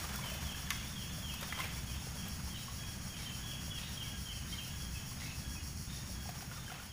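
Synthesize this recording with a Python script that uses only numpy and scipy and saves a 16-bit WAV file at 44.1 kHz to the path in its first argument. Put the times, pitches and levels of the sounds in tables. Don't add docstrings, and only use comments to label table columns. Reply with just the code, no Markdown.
import sys
import numpy as np
from scipy import signal
from scipy.fft import rfft, irfft
from scipy.io import wavfile
from scipy.ndimage import uniform_filter1d

SR = 44100
rng = np.random.default_rng(int(sys.argv[2]) if len(sys.argv) > 2 else 0)


def generate_wav(signal):
    frames = np.transpose(np.atleast_2d(signal))
    scaled = np.clip(frames, -1, 1) * 32767
    pcm = np.round(scaled).astype(np.int16)
    wavfile.write(sys.argv[1], SR, pcm)


def makeup_ratio(level_db):
    decades = np.asarray(level_db, float) / 20
    return 10 ** decades


N = 305172


def evened(x):
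    return x / np.sqrt(np.mean(x ** 2) + 1e-20)


def read(points, hz):
    f, value = np.transpose(points)
    return np.interp(np.log(hz + 1), np.log(f + 1), value)


def curve(rows):
    time_s, value = np.transpose(rows)
    return np.interp(np.arange(N) / SR, time_s, value)


def add(mix, start_s, sound):
    part = mix[round(start_s * SR):][:len(sound)]
    part += sound[:len(part)]


def coloured(x, db_of_hz):
    return irfft(rfft(x) * makeup_ratio(db_of_hz(np.fft.rfftfreq(len(x), 1 / SR))), len(x))


def hump(hz, centre_hz, width_hz):
    return np.exp(-2 * ((hz - centre_hz) / width_hz) ** 2)


def slow(width_samples):
    once = uniform_filter1d(rng.standard_normal(N), round(width_samples))
    return evened(uniform_filter1d(once, round(width_samples)))


def bird(notes, under_db, flutter_rad, grain_db, edge, bend, fade_db):
    out = np.zeros(N)
    shake, grain = slow(220), slow(220)
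    for start_s, length_s, level_db, start_hz, end_hz in notes:
        u = np.linspace(0, 1, round(length_s * SR))
        hz = start_hz + (end_hz - start_hz) * u ** bend
        flutter = flutter_rad * np.resize(shake[round(start_s * SR):], len(u))
        angle = 2 * np.pi * np.cumsum(hz) / SR + flutter
        tone = np.sin(angle) + makeup_ratio(under_db) * np.sin(angle / 2)
        window = signal.windows.tukey(len(u), min(edge, 1))
        add(out, start_s, np.sqrt(2) * makeup_ratio(level_db + fade_db * u ** 2) * tone * window)
    return out * makeup_ratio(grain_db * grain)


# start_s, length_s, level_db, start_hz
CHIRPS = [(0.233, 0.094, -51, 3140), (0.457, 0.08, -51, 3324), (0.718, 0.097, -52, 3380),
          (.955, 0.093, -50, 3290), (1.222, 0.11, -49, 3275), (1.489, 0.15, -52.5, 3260),
          (1.865, .095, -55, 3290), (2.173, 0.069, -57, 3287), (2.497, .1, -54, 3250),
          (2.8, 0.11, -64, 3190), (3.097, 0.091, -55.5, 3270), (3.253, 0.062, -51.5, 3155),
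          (3.481, 0.062, -50, 3344), (3.461, .045, -54, 3270), (3.713, .09, -53.5, 3000),
          (3.956, 0.09, -51, 3280), (4.254, 0.088, -51, 3190), (4.519, 0.11, -48.5, 3193),
          (4.963, 0.076, -61, 3150), (5.248, 0.06, -56, 2650), (6.655, .085, -61, 3146)]


def falling_chirps():
    end_hz = 2397
    notes = [(*note, end_hz) for note in CHIRPS]
    return bird(notes, under_db=-25, flutter_rad=0.6, grain_db=3, edge=0.15, bend=2.5, fade_db=-6)


# start_s, length_s, level_db, start_hz
PEEPS = [(0.222, 0.022, -53.5, 2280), (1.89, .03, -62, 2530), (2.81, 0.05, -63, 2560),
         (3.136, 0.023, -60, 2500), (3.191, 0.035, -54.5, 2285), (3.433, .06, -59, 3390),
         (3.701, .09, -50.5, 3370), (3.99, .06, -53, 3210), (3.76, 0.04, -64, 1940),
         (4.032, .04, -60, 2300), (4.298, 0.038, -62, 2180), (4.525, .038, -58, 2210),
         (4.8, 0.077, -57.5, 3350), (4.935, 0.049, -58, 2640), (5.205, .024, -58.5, 2035),
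         (5.225, 0.05, -58.5, 2230), (5.303, 0.018, -60, 2930), (5.551, 0.041, -59.5, 2590),
         (5.59, 0.033, -58.5, 2920), (6.885, 0.036, -60, 3300)]


def short_peeps():
    notes = [(*note, note[3] * 0.96) for note in PEEPS]
    return bird(notes, under_db=-27, flutter_rad=0.42, grain_db=3.5, edge=0.11, bend=1.43, fade_db=2.5)


# start_s, length_s, level_db, start_hz
LEVEL_WHISTLES = [(.075, 0.086, -61, 3480), (.25, 0.15, -64.5, 3540), (.58, 0.075, -63, 3480),
                  (1.085, 0.044, -58, 3520), (1.682, 0.036, -59, 3480), (2.138, .1, -63, 3370),
                  (2.773, 0.084, -59, 3355), (3.003, .07, -68, 3300), (3.388, 0.107, -61.5, 3370),
                  (4.04, 0.1, -59.5, 3330), (4.693, 0.078, -62.5, 3370), (4.933, 0.095, -66, 3400),
                  (5.405, 0.082, -60.5, 3370), (6.113, 0.12, -64.5, 3350)]


def level_whistles():
    notes = [(*note, note[3] * 0.97) for note in LEVEL_WHISTLES]
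    return bird(notes, under_db=-2.5, flutter_rad=0.25, grain_db=1.5, edge=0.4, bend=1, fade_db=0)


# start_s, length_s, level_db, end_hz
RISING_WHISTLES = [(.817, 0.074, -62, 3570), (1.359, 0.068, -60.5, 3730), (1.923, 0.067, -64.5, 3690),
                   (2.519, 0.082, -61, 4030), (3.158, .07, -61, 4060), (3.798, .093, -62, 4060),
                   (4.469, 0.061, -61, 4150), (5.175, 0.063, -64, 4220), (5.865, .07, -60, 3810),
                   (6.512, 0.069, -62, 3750)]


def rising_whistles():
    start_hz = 3420
    notes = [(*note[:3], start_hz, note[3]) for note in RISING_WHISTLES]
    return bird(notes, under_db=-6, flutter_rad=1.5, grain_db=3, edge=0.5, bend=0.8, fade_db=0)


# freq_hz, density_db (per Hz)
SONG = [(3300, -48), (3900, -16.5), (4300, -4.5), (5100, -2.5), (5620, -1), (6150, -6), (7450, -7),
        (8750, -8.5), (10200, -3.5), (11400, -6.5), (12400, -20), (13500, -39), (14500, -3.5), (15400, -1)]
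# centre_hz, width_hz, gain_db
SONG_PEAKS = [(4190, 90, 4), (4520, 200, 4), (4830, 120, 4), (5180, 150, 3), (5580, 380, 6), (5800, 90, 3),
              (6095, 80, 4)]
# centre_hz, width_hz, level_db
DRONE = [(6513, 220, -62), (6790, 46, -65.5)]
# time_s, gain_db
FADE = [(6.1, 0), (6.5, -2), (6.92, -5.5)]


def cicadas():
    clicks_per_s, pair_s = 101, 0.0036
    first_throb_s, throb_s = 0.103, 0.1451
    drift_s, drift_peak_s, drift_every_s = 0.009, 1.8, 1.6
    t = np.arange(N) / SR
    drift = drift_s * np.cos(2 * np.pi * (t - drift_peak_s) / drift_every_s)
    turns = (t - first_throb_s - drift) / throb_s
    shape = np.interp(turns % 1, [0, 0.14, 0.5, 0.62, 0.8, 1], [-1.2, -0.36, 0.049, -0.29, -0.7, -1.17])
    throb_db = 5 * uniform_filter1d(shape, 400)

    rate_hz = clicks_per_s * (1 + 0.008 * slow(2000))
    beats = np.diff(np.floor(np.cumsum(rate_hz) / SR), prepend=0)
    clicks = beats + 1.3 * np.roll(beats, round(pair_s * SR))
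    clicks = clicks * makeup_ratio(1.0 * rng.standard_normal(N))
    leaves = rng.standard_normal(4000) * makeup_ratio(-60 * t[:4000] / 0.2)
    chorus = makeup_ratio(1.5) * rng.standard_normal(N)
    buzz = evened(signal.oaconvolve(clicks, leaves)[:N]) + chorus

    def song_db(hz):
        return read(SONG, hz) + sum(db * hump(hz, f, w) for f, w, db in SONG_PEAKS)

    song = coloured(buzz * makeup_ratio(throb_db), song_db)
    top = coloured(song, lambda hz: -60 * (hz < 13500))
    song = song + top * (makeup_ratio(1.0 * slow(11000)) - 1)
    drone = np.zeros(N)
    for centre_hz, width_hz, level_db in DRONE:
        band = coloured(rng.standard_normal(N), lambda hz: 40 * hump(hz, centre_hz, 3 * width_hz))
        drone += makeup_ratio(level_db) * evened(band)
    return (makeup_ratio(-49) * evened(song) + drone) * makeup_ratio(1.2 + curve(FADE))


# freq_hz, level_db, t60_s
BUCKET = [(1077, -11, .035), (1400, -12, .03), (1674, -9, .04), (2126, -1, .018), (2600, 0, .015),
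          (3079, -6, .02), (3500, -6, .02), (4522, -6, .014), (6000, -3, .014), (10500, -5, .012)]
# delay_s, level_db, tilt_db_per_octave
RATTLE = [
    (0, 1, 0),
    (.0017, -9, 3),
    (.0031, -4, -2),
    (.0062, -10, -8),
    (.0115, -9, -6),
    (.0172, -11, -3),
    (.026, -14, -2),
]


def knock():
    start_s, peak_db = 0.7046, -27.5
    out, t = np.zeros(N), np.arange(5000) / SR
    for delay_s, level_db, tilt_db in RATTLE:
        phases = rng.uniform(0, 2 * np.pi, len(BUCKET))
        detune = rng.uniform(0.92, 1.08)
        ring = np.zeros(len(t))
        for phase, (hz, mode_db, t60_s) in zip(phases, BUCKET):
            decay_db = mode_db + tilt_db * np.log2(hz / 2300) - 60 * t / t60_s
            ring += makeup_ratio(decay_db) * np.sin(2 * np.pi * hz * detune * t + phase)
        crack = makeup_ratio(-0.5 + 1.5 * tilt_db - 60 * t / 0.008) * np.diff(rng.standard_normal(len(t) + 1))
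        attack = np.minimum(t / 0.0003, 1)
        add(out, start_s + delay_s, makeup_ratio(peak_db + level_db) * (ring + crack) * attack)
    return coloured(out, lambda hz: -24 * np.clip(np.log2(900 / (hz + 1)), 0, 3))


# start_s, peak_db, pitch_hz
PLOPS = [(.039, -38.5, 1180), (.109, -41, 740), (0.151, -32, 1390), (.189, -32.5, 1014), (.244, -37, 1000),
         (.259, -37, 686), (.318, -33.5, 620), (.349, -37, 560), (.389, -40, 760), (.547, -36.5, 1660),
         (.675, -40, 1750), (1.339, -36, 1020), (1.425, -35, 553), (1.524, -27.5, 1995), (1.594, -27, 1037),
         (1.603, -27, 2076), (1.64, -30, 2340), (2.022, -40, 790), (2.069, -38.5, 457),
         (2.682, -33.5, 1084), (6.256, -37.5, 810), (6.29, -30.5, 705), (6.406, -40, 1470),
         (6.424, -36.5, 770), (6.514, -37, 1410), (6.577, -38, 1200), (6.679, -36.5, 1600),
         (6.702, -35, 1390), (6.719, -34.5, 720), (6.798, -36.5, 1400)]
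# start_s, peak_db, tilt_db_per_octave
SPLATS = [(0.157, -37.5, 0), (0.2568, -43, -3), (.299, -41, -4), (0.3404, -42, -1), (1.338, -41, -1),
          (1.4092, -41, 0), (1.4277, -37, -5), (1.4744, -45, -2), (1.588, -42, -8), (1.6013, -36.5, -5),
          (1.6397, -43, 2), (1.6694, -50, 4), (2.2805, -40.5, 3), (2.39, -51, 5), (4.675, -49, 2),
          (6.291, -43, -3), (6.419, -46, -2), (6.6343, -49, 0), (6.7194, -52, -3), (6.841, -57, -8)]
# time_s, effort_db
STIR = [(0, -51), (.4, -54), (.65, -55), (1.0, -57.5), (1.35, -57), (1.55, -53), (1.75, -57), (2.4, -58.5),
        (3.7, -58.5), (4.3, -59.5), (4.85, -60), (5.5, -61.5), (5.82, -69), (6.0, -61), (6.2, -61.5),
        (6.45, -58.5), (6.92, -59)]


def water():
    out, t = np.zeros(N), np.arange(6000) / SR
    fizz_per_s, low_hz, high_hz, tries = 9, 553, 2400, 300
    when, chance, size, pitch = rng.random((tries, 4)).T
    fizz_s = when * N / SR
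    effort_db = np.interp(fizz_s, *np.transpose(STIR)) + 57.5
    odds = fizz_per_s * makeup_ratio(2.3 * effort_db) * N / SR / tries
    fizz = np.c_[fizz_s, -48.5 + 8 * size, low_hz * (high_hz / low_hz) ** pitch][chance < odds]

    for start_s, peak_db, pitch_hz in [*PLOPS, *fizz.tolist()]:
        rise = 1 + 0.04 * t / 0.018
        angle = 2 * np.pi * pitch_hz * np.cumsum(rise) / SR
        add(out, start_s, makeup_ratio(peak_db - 5.5 - 60 * t / 0.045) * np.sin(angle) * np.minimum(t / 0.0012, 1))

    for start_s, peak_db, tilt_db in SPLATS:
        def splat_db(hz):
            tilt = tilt_db * np.log2((hz + 50) / 12000)
            return tilt + 5 * hump(hz, 14400, 3000) - 30 * (hz < 900)

        splat = evened(coloured(rng.standard_normal(len(t)), splat_db))
        add(out, start_s, makeup_ratio(peak_db - 60 * t / 0.051) * splat * np.minimum(t / 0.0016, 1))
    return out


# start_s, length_s, level_db,
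# centre_hz, width_hz
SPRAYS = [(1.41, 0.09, -55.5, 1530, 2200), (1.524, 0.012, -43, 1840, 1390),
          (1.574, 0.17, -51.5, 2150, 2540), (2.54, 0.19, -62, 3200, 3000), (3.163, 0.21, -60, 2860, 2950),
          (3.771, 0.2, -59, 2880, 3000), (4.5, .14, -61, 3200, 3000), (5.889, 0.19, -62, 3200, 2500),
          (5.19, 0.22, -58.5, 2870, 3000), (6.403, 0.076, -59.5, 1800, 2600), (6.5, .12, -62, 1300, 2000),
          (6.692, 0.19, -56.5, 1790, 2600)]


def spray():
    drops_per_s = 900
    out = np.zeros(N)
    for start_s, length_s, level_db, centre_hz, width_hz in SPRAYS:
        u = np.linspace(0, 1, round(length_s * SR))
        drops = rng.standard_normal(16384) * (rng.random(16384) < drops_per_s / SR)
        patter = coloured(drops, lambda hz: 25 * hump(hz, centre_hz, 2 * width_hz))
        envelope = np.minimum(u / 0.057, 1) * (1 - u) * 2.15
        add(out, start_s, makeup_ratio(level_db) * evened(patter[:len(u)]) * envelope)
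    return out


# freq_hz, density_db (per Hz)
AIR = [(20, -12), (40, -10), (64, 2), (100, -4.5), (125, -2), (160, -6), (195, -6), (280, -17.5),
       (440, -28), (1670, -26.5), (3200, -28.5), (3800, -36.5), (7500, -55), (13000, -44.5)]
# freq_hz, density_db (per Hz)
SLOSH = [(210, -49), (350, -7), (1050, -2.5), (2770, -7), (3040, -5.5), (3830, -11), (5460, -10.5),
         (14000, -17)]


def bed():
    stir_db = curve(STIR) + 57
    air = evened(coloured(rng.standard_normal(N), lambda hz: read(AIR, hz)))
    hiss = coloured(air, lambda hz: -60 * (hz < 1200))
    rumble = air - hiss
    air = makeup_ratio(-44.5 + 0.5 * slow(5300)) * rumble + makeup_ratio(-44 + 0.14 * stir_db) * hiss
    lumps = rng.standard_normal(N) * makeup_ratio(2.1 * slow(670))
    wash = evened(coloured(lumps, lambda hz: read([(200, -40), *SLOSH], hz)))
    return air * makeup_ratio(curve(FADE)) + wash * makeup_ratio(-54 + 1.42 * stir_db)


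# freq_hz, t60_s
FOREST = [(500, 0.17), (2500, 0.75), (4000, 1), (10000, 0.18)]
# delay_s, level_db
ECHOES = [
    (.052, -9),
    (.027, -16),
    (.095, -12),
]


def forest(x):
    taps = np.zeros(SR)
    at = np.arange(300, SR - 20, 20)
    taps[at + rng.integers(0, 20, len(at))] = rng.choice([-1., 1.], len(at))
    hz, t, z = signal.stft(taps, SR, nperseg=256)
    swell = np.minimum(t / 0.026, 1)
    decay = makeup_ratio(-60 * t / read(FOREST, hz)[:, None])
    tail = signal.istft(z * swell * decay, SR, nperseg=256)[1]
    tail = tail / np.linalg.norm(tail)
    for delay_s, level_db in ECHOES:
        tail[round(delay_s * SR)] += makeup_ratio(level_db)
    return signal.fftconvolve(x, tail)[:N]


def scene():
    chirps, peeps = falling_chirps(), short_peeps()
    level, rising = level_whistles(), rising_whistles()
    near = water() + spray() + knock()
    far = makeup_ratio(-4) * chirps + makeup_ratio(-11) * peeps + makeup_ratio(-1) * level + makeup_ratio(-0.5) * rising
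    birds = chirps + peeps + level + makeup_ratio(-2) * rising
    mono = birds + cicadas() + near + forest(far + makeup_ratio(-11) * near) + bed()
    return np.array([mono, mono])


def top_cut(x):
    return signal.sosfilt(signal.butter(12, 16710, fs=SR, output="sos"), x)


# start_s, low_hz, high_hz, level_db
SIDE_BURSTS = [(.762, 5200, 6500, -57), (.762, 6900, 8300, -60), (1.087, 5200, 6500, -60),
               (1.783, 8300, 9700, -63), (2.41, 4100, 5200, -62), (5.173, 4100, 5800, -60),
               (5.173, 7600, 9000, -64), (6.89, 4100, 5800, -64)]


def record(dry):
    side = np.zeros(N)
    window = np.sin(np.pi * np.arange(2048) / 2048)
    for start_s, low_hz, high_hz, level_db in SIDE_BURSTS:
        noise = coloured(rng.standard_normal(2048), lambda hz: -90 * ((hz < low_hz) | (hz > high_hz)))
        add(side, start_s - 1024 / SR, makeup_ratio(level_db) * evened(noise) * window)
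    lowpass = signal.firwin(2001, 15490, window=("kaiser", 10), fs=SR)
    limited = signal.oaconvolve(dry, lowpass[None], "same")
    return top_cut(limited + np.array([side, -side]))


dry = scene()
out = record(dry)
generate_wav(out)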